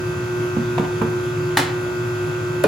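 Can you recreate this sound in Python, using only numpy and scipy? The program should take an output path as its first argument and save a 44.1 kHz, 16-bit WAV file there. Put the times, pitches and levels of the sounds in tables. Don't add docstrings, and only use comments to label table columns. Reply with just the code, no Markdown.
import sys
import numpy as np
from scipy import signal
from scipy.fft import rfft, irfft, next_fast_len
from scipy.io import wavfile
from scipy.ndimage import uniform_filter1d, map_coordinates

SR = 44100
rng = np.random.default_rng(int(sys.argv[2]) if len(sys.argv) > 2 else 0)


def unload_wav(signal):
    wavfile.write(
        sys.argv[1],
        SR,
        np.round(np.clip(np.atleast_2d(signal).T, -1, 1) * 32767).astype(np.int16),
    )


N = 117747
T = np.arange(N) / SR
EARS = np.array([[1], [-1]])
SHAFT_HZ = 58.595
TOP_HZ = 16000

# (frequency [Hz], left-right correlation [0 to 1])
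LIKENESS = [(60, 1), (150, 0.99), (300, 0.8), (600, 0.4), (1500, 0.36), (4000, 0.7), (8000, 0.17),
            (14000, 0)]


def amp(db):
    return 10 ** (np.asarray(db) / 20)


def unit(x):
    return x / np.sqrt(np.mean(x ** 2) + 1e-20)


def along(points, hz):
    f, v = np.transpose(points)
    return np.interp(np.log(hz + 1), np.log(f + 1), v)


def wobble(rate):
    knots = rng.standard_normal(256)
    return map_coordinates(knots, [T * rate], mode="wrap")


def filtered(x, response):
    m = next_fast_len(N + SR // 2)
    hz = np.fft.rfftfreq(m, 1 / SR)
    return irfft(rfft(x, m) * response(hz), m)[..., :N]


def pan(db):
    return unit(amp(EARS * db / 2))


def half_angle(hz):
    return np.arccos(np.clip(along(LIKENESS, hz), -1, 1)) / 2


def spread(pair, gain=lambda hz: 1.0):
    def response(hz):
        angle = half_angle(hz)
        return gain(hz) * np.array([np.cos(angle), np.sin(angle)])
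    mid, side = filtered(pair, response)
    return np.array([mid + side, mid - side])


def rush(spectrum, patchy_db=0):
    z = signal.stft(rng.standard_normal((2, N)), nperseg=512)[2]
    across_hz = uniform_filter1d(rng.standard_normal(z.shape[1:]), size=5, axis=0)
    patches = unit(uniform_filter1d(across_hz, size=16, axis=1))
    pair = signal.istft(z * amp(patchy_db * patches), nperseg=512)[1][:, :N]
    return unit(spread(pair, lambda hz: amp(along(spectrum, hz))))


def tone(hz, db, waver_db, drift):
    apart = half_angle(hz) * rng.choice([-1, 1])
    phase = 2 * np.pi * (hz * T + rng.random()) + drift * wobble(4.22)
    level = amp(db + waver_db * wobble(6.86))
    return np.sqrt(2) * level * np.sin(phase + EARS * apart)


def burst(s, db, spectrum, t60):
    t = np.maximum(T - s, 0)
    envelope = amp(db - 60 * t / t60) * (1 - np.exp(-t / 0.0001))
    low_cut = signal.butter(2, spectrum[0][0], "high", fs=SR, output="sos")
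    return signal.sosfilt(low_cut, envelope * rush(spectrum))


def blows(contacts, modes, spectrum, noise_t60, attack_s, pivot_hz):
    rings, puffs = np.zeros((2, 2, N))
    for s, ring_db, noise_db, bright_db in contacts:
        t = np.maximum(T - s, 0)
        tilt = lambda hz: bright_db * np.log2(hz / pivot_hz)
        chance = rng.normal([0, 1], [1, 0.005], (len(modes), 2))
        ring = 0
        for (hz, db, t60), (more_db, detune) in zip(modes, chance):
            decay = amp(db + tilt(hz) + more_db - 60 * t / t60)
            ring = ring + decay * np.sin(2 * np.pi * hz * detune * t)
        rings += amp(ring_db) * ring * (1 - np.exp(-t / attack_s))
        tilted = [(hz, db + tilt(hz)) for hz, db in spectrum]
        puffs += burst(s, noise_db, tilted, noise_t60)
    return rings, puffs


def grit(s, length, db, spectrum):
    swell = np.sqrt(np.abs(np.sin(np.pi * np.clip((T - s) / length, 0, 1))))
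    grains_per_s, grain_spread_db = 700, 5
    grains = unit(amp(grain_spread_db * wobble(grains_per_s)))
    return amp(db) * swell * grains * rush(spectrum)


def hum():
    # (time [s], level [dB])
    drone = [(0.0, -27.5), (0.04, -25.5), (0.22, -28), (0.43, -23), (0.58, -26), (0.8, -22.5),
             (0.85, -25.5), (1.16, -23.5), (1.33, -26), (1.48, -23), (1.69, -27.5), (1.72, -25),
             (2.16, -26), (2.22, -23.5), (2.37, -27.5), (2.6, -25)]
    # (nominal frequency [Hz], level [dB], left over right [dB], width [0 centred, 1 opposite])
    overtones = [(120, -41, -1, 0.045), (240, -50, -4, 0.17), (300, -49, -8, 0.21), (600, -49, -6, 0.66),
                 (720, -51, -10, 0.58), (1080, -45, 4.5, 0.94), (1200, -46, -15, 0.093),
                 (1320, -43, -13, 0.67), (1440, -39.5, 3.5, 0.43), (1560, -41.5, -5, 0.13),
                 (1800, -49.5, -2, 1), (2640, -48, 18, 0.43)]
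    mains_hz = 60.0
    level_db = np.interp(T, *np.transpose(drone)) + 0.4 * wobble(16.4)
    phase = 2 * np.pi * 6 * mains_hz * T + 0.074 * wobble(7.7)
    out = pan(-0.63) * amp(level_db) * np.sin(phase + 0.12 * EARS)
    for hz, db, side_db, width in overtones:
        multiple = np.round(hz / mains_hz)
        phase = 2 * np.pi * multiple * mains_hz * T + 0.06 * wobble(4.6)
        waver_db = 1.1 * wobble(6.98)
        flutter_db = 0.8 * wobble(35)
        level = pan(side_db) * amp(db + waver_db + flutter_db)
        out = out + level * np.cos(phase + EARS * width * np.pi / 2)
    return np.sqrt(2) * out


def compressor():
    # (nominal frequency [Hz], level [dB])
    orders = [(117, -35.5), (176, -54), (234, -50), (352, -41), (527, -48.5), (645, -51.5), (820, -65),
              (879, -49), (938, -51), (1113, -53.5), (1172, -59), (1289, -50), (1934, -52), (2168, -62),
              (2402, -60.5), (2461, -57), (2578, -53.5), (2695, -55.5)]
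    # (frequency [Hz], typical level of each order [dB])
    buzz_levels = [(400, -60.5), (1000, -57.5), (1700, -58), (2500, -60.5), (3300, -64), (5000, -69),
                   (7000, -65), (10000, -97), (13000, -78), (16000, -76)]
    # (frequency [Hz], relative density [dB per Hz])
    hiss_colour = [(1500, -34), (3000, -2), (7000, 30), (11000, 9), (15000, -28)]
    buzz_scatter_db, hiss_db, hiss_pulse = 2.5, -52.5, 0.34

    strong = sum(tone(np.round(hz / SHAFT_HZ) * SHAFT_HZ, db, waver_db=1.5, drift=0.14) for hz, db in orders)

    hz = np.arange(1024) * SHAFT_HZ
    scatter_db = buzz_scatter_db * rng.standard_normal((2, len(hz)))
    phases = np.exp(2j * np.pi * rng.random((2, len(hz))))
    lines = amp(along(buzz_levels, hz) + scatter_db) * phases
    size = 8192
    cycle = irfft(lines * (hz > 0) * (hz < TOP_HZ), size) * size / np.sqrt(2)
    turns = SHAFT_HZ * T + 0.0018 * wobble(4.9)
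    buzz = np.array([np.interp(turns % 1 * size, np.arange(size), ear) for ear in cycle])

    pulses = 1 + hiss_pulse * np.cos(2 * np.pi * 3 * turns)
    hiss = amp(hiss_db) * unit(pulses * rush(hiss_colour))
    return strong + buzz + hiss


def whine():
    # (time [s], level [dB])
    fade = [(0, -56), (.7, -57.5), (1.2, -63), (2.6, -70)]
    order = 101
    level_db = np.interp(T, *np.transpose(fade))
    return tone(order * SHAFT_HZ, level_db, waver_db=1.0, drift=0.33)


def funnel():
    # (time [s], ring level [dB], crack level [dB], brightness [dB per octave])
    knocks = [(1.5703, -17, -16, 2), (1.5714, -8.5, -14.5, 2), (1.581, -34, -19, -1.5),
              (1.592, -16, -17.5, -3.5)]
    # (frequency [Hz], relative level [dB], t60 [s])
    tray_modes = [(273.6, -8, 0.17), (477, -18, 0.075), (870, 1, 0.036), (1130, -5, 0.036),
                  (1380, -7, 0.03), (1870, 0.5, 0.024), (2040, -4, 0.02), (2970, -9, 0.025),
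                  (3450, -7, 0.017), (4010, -5.5, 0.024)]
    # (frequency [Hz], relative density [dB per Hz])
    crack_colour = [(150, -17), (450, -2.5), (850, 0.5), (1300, 4), (1900, 1), (2600, -4.5), (4000, -8),
                    (5300, -10), (7000, -12.5), (11000, -14.5), (15500, -20)]
    ring, crack = blows(knocks, tray_modes, crack_colour, noise_t60=0.068, attack_s=0.0005, pivot_hz=1210)
    chatter = grit(1.584, length=0.023, db=-22, spectrum=crack_colour)
    ringing = room(pan(0.87) * ring, wet_db=-9)
    return ringing + room(pan(0.58) * (crack + chatter), wet_db=-1.5)


def thumps():
    # (time [s], body level [dB], rattle level [dB], brightness [dB per octave])
    bumps = [(.568, -12, -26, -10.5), (.582, -17.5, -48, -9), (.594, -21, -52, -10), (.782, -35, -23.5, -3),
             (.796, -12.5, -34, -3), (.828, -16.5, -33, -3), (1.0145, -15.5, -17, -1.5),
             (1.0195, -19.5, -30, 6.5), (1.033, -19, -50, -4), (1.046, -19, -43, -9)]
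    # (frequency [Hz], relative level [dB], t60 [s])
    body_modes = [(194, -3, 0.066), (226.3, -1, 0.075), (277, -9.5, 0.065), (452, -1, 0.05)]
    # (frequency [Hz], relative density [dB per Hz])
    rattle_colour = [(200, -20), (450, -3), (650, -10), (900, 9.5), (1100, 8.5), (1400, 1.5), (1800, -2),
                     (2200, -8), (2800, -12), (3500, -20), (5000, -30), (15000, -42)]
    # (time [s], length [s], level [dB])
    scuff_times = [(0.779, 0.013, -22.5), (0.79, 0.013, -30.5), (0.836, 0.027, -32)]
    # (frequency [Hz], relative density [dB per Hz])
    scuff_colour = [(400, -12), (700, 6), (980, 10), (1300, -21), (2100, -2.5), (2600, -11), (3000, -7),
                    (3500, -10), (4100, -18), (12000, -33)]
    body, rattle = blows(bumps, body_modes, rattle_colour, noise_t60=0.057, attack_s=0.001, pivot_hz=212)
    scuffs = sum(grit(s, length, db, scuff_colour) for s, length, db in scuff_times)
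    return room(pan(-3.1) * body, wet_db=-5.5) + room(pan(-1.7) * (rattle + scuffs), wet_db=-4.5)


def clunk():
    # (time [s], ring level [dB], noise level [dB], brightness [dB per octave])
    contacts = [(2.6395, -10, -13.5, 4), (2.6465, -13.5, -18.5, -10.5)]
    # (frequency [Hz], relative level [dB], t60 [s])
    hollow_modes = [(205, -15, 0.23), (330, -4.5, 0.065), (428, 3.5, 0.072), (534, -1, 0.042),
                    (575, 3, 0.04), (1445, -14.5, 0.055), (1790, -19, 0.037), (2450, -27.5, 0.15)]
    # (frequency [Hz], relative density [dB per Hz])
    noise_colour = [(220, -4), (550, 14.5), (800, 9), (1150, 2), (1600, -1), (2100, -15.5), (3700, -14.5),
                    (6000, -30), (15000, -50)]
    # (frequency [Hz], relative density [dB per Hz])
    touch_colour = [(500, -10), (3000, -10), (7500, 1), (11000, 3), (16000, -6)]
    ring, puff = blows(contacts, hollow_modes, noise_colour, noise_t60=0.079, attack_s=0.0025, pivot_hz=448)
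    touch = burst(2.638, -17, touch_colour, t60=0.011)
    return room(ring, wet_db=-6.5) + room(puff + touch, wet_db=-3.5)


def fan():
    # (frequency [Hz], level [dB])
    panels = [(65, -50.5), (100, -58), (105.7, -37.5), (135, -48), (149.4, -37.5), (158.5, -40.5),
              (330, -46.5), (1034, -51)]
    # (frequency [Hz], relative density [dB per Hz])
    air_colour = [(20, -28), (40, -21.5), (62, -20), (85, -9), (112, -2), (155, -2), (200, -14),
                  (235, -14.5), (270, -12.5), (400, -19), (490, -14.5), (700, -23.5), (950, -20),
                  (1450, -21), (1750, -27.5), (2400, -26.5), (2680, -24.5), (2950, -31), (3400, -28),
                  (4100, -36), (4800, -30.5), (5500, -42), (7000, -74), (11000, -33), (15500, -68)]
    shake = sum(tone(hz, db, waver_db=2.5, drift=0.19) for hz, db in panels)
    air = amp(-31.5) * rush(air_colour, patchy_db=2.23)
    return pan(0.83) * (shake + air)


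def room(x, wet_db):
    # (frequency [Hz], t60 [s])
    decay_times = [(150, 0.47), (800, 0.46), (3000, 0.47), (6000, 0.35), (12000, 0.22)]
    hz, t, z = signal.stft(rng.standard_normal((2, SR // 2)), SR, nperseg=256)
    decay = amp(-60 * t / along(decay_times, hz)[:, None])
    tail = signal.istft(z * decay, SR, nperseg=256)[1]
    tail = tail * (1 - np.exp(-np.arange(tail.shape[1]) / SR / 0.0046))
    tail = tail / np.linalg.norm(tail[0])
    pair = signal.fftconvolve(x.mean(0)[None], tail, axes=1)[:, :N]
    return x + amp(wet_db) * spread(pair)


def scene():
    machine = hum() + compressor() + whine()
    handling = funnel() + thumps() + clunk()
    return machine + handling + fan()


def record(dry):
    low_cut = signal.butter(2, 55, "high", fs=SR, output="sos")
    thin = signal.sosfilt(low_cut, dry)
    return filtered(thin, lambda hz: hz < TOP_HZ)


dry = scene()
out = record(dry)
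unload_wav(out)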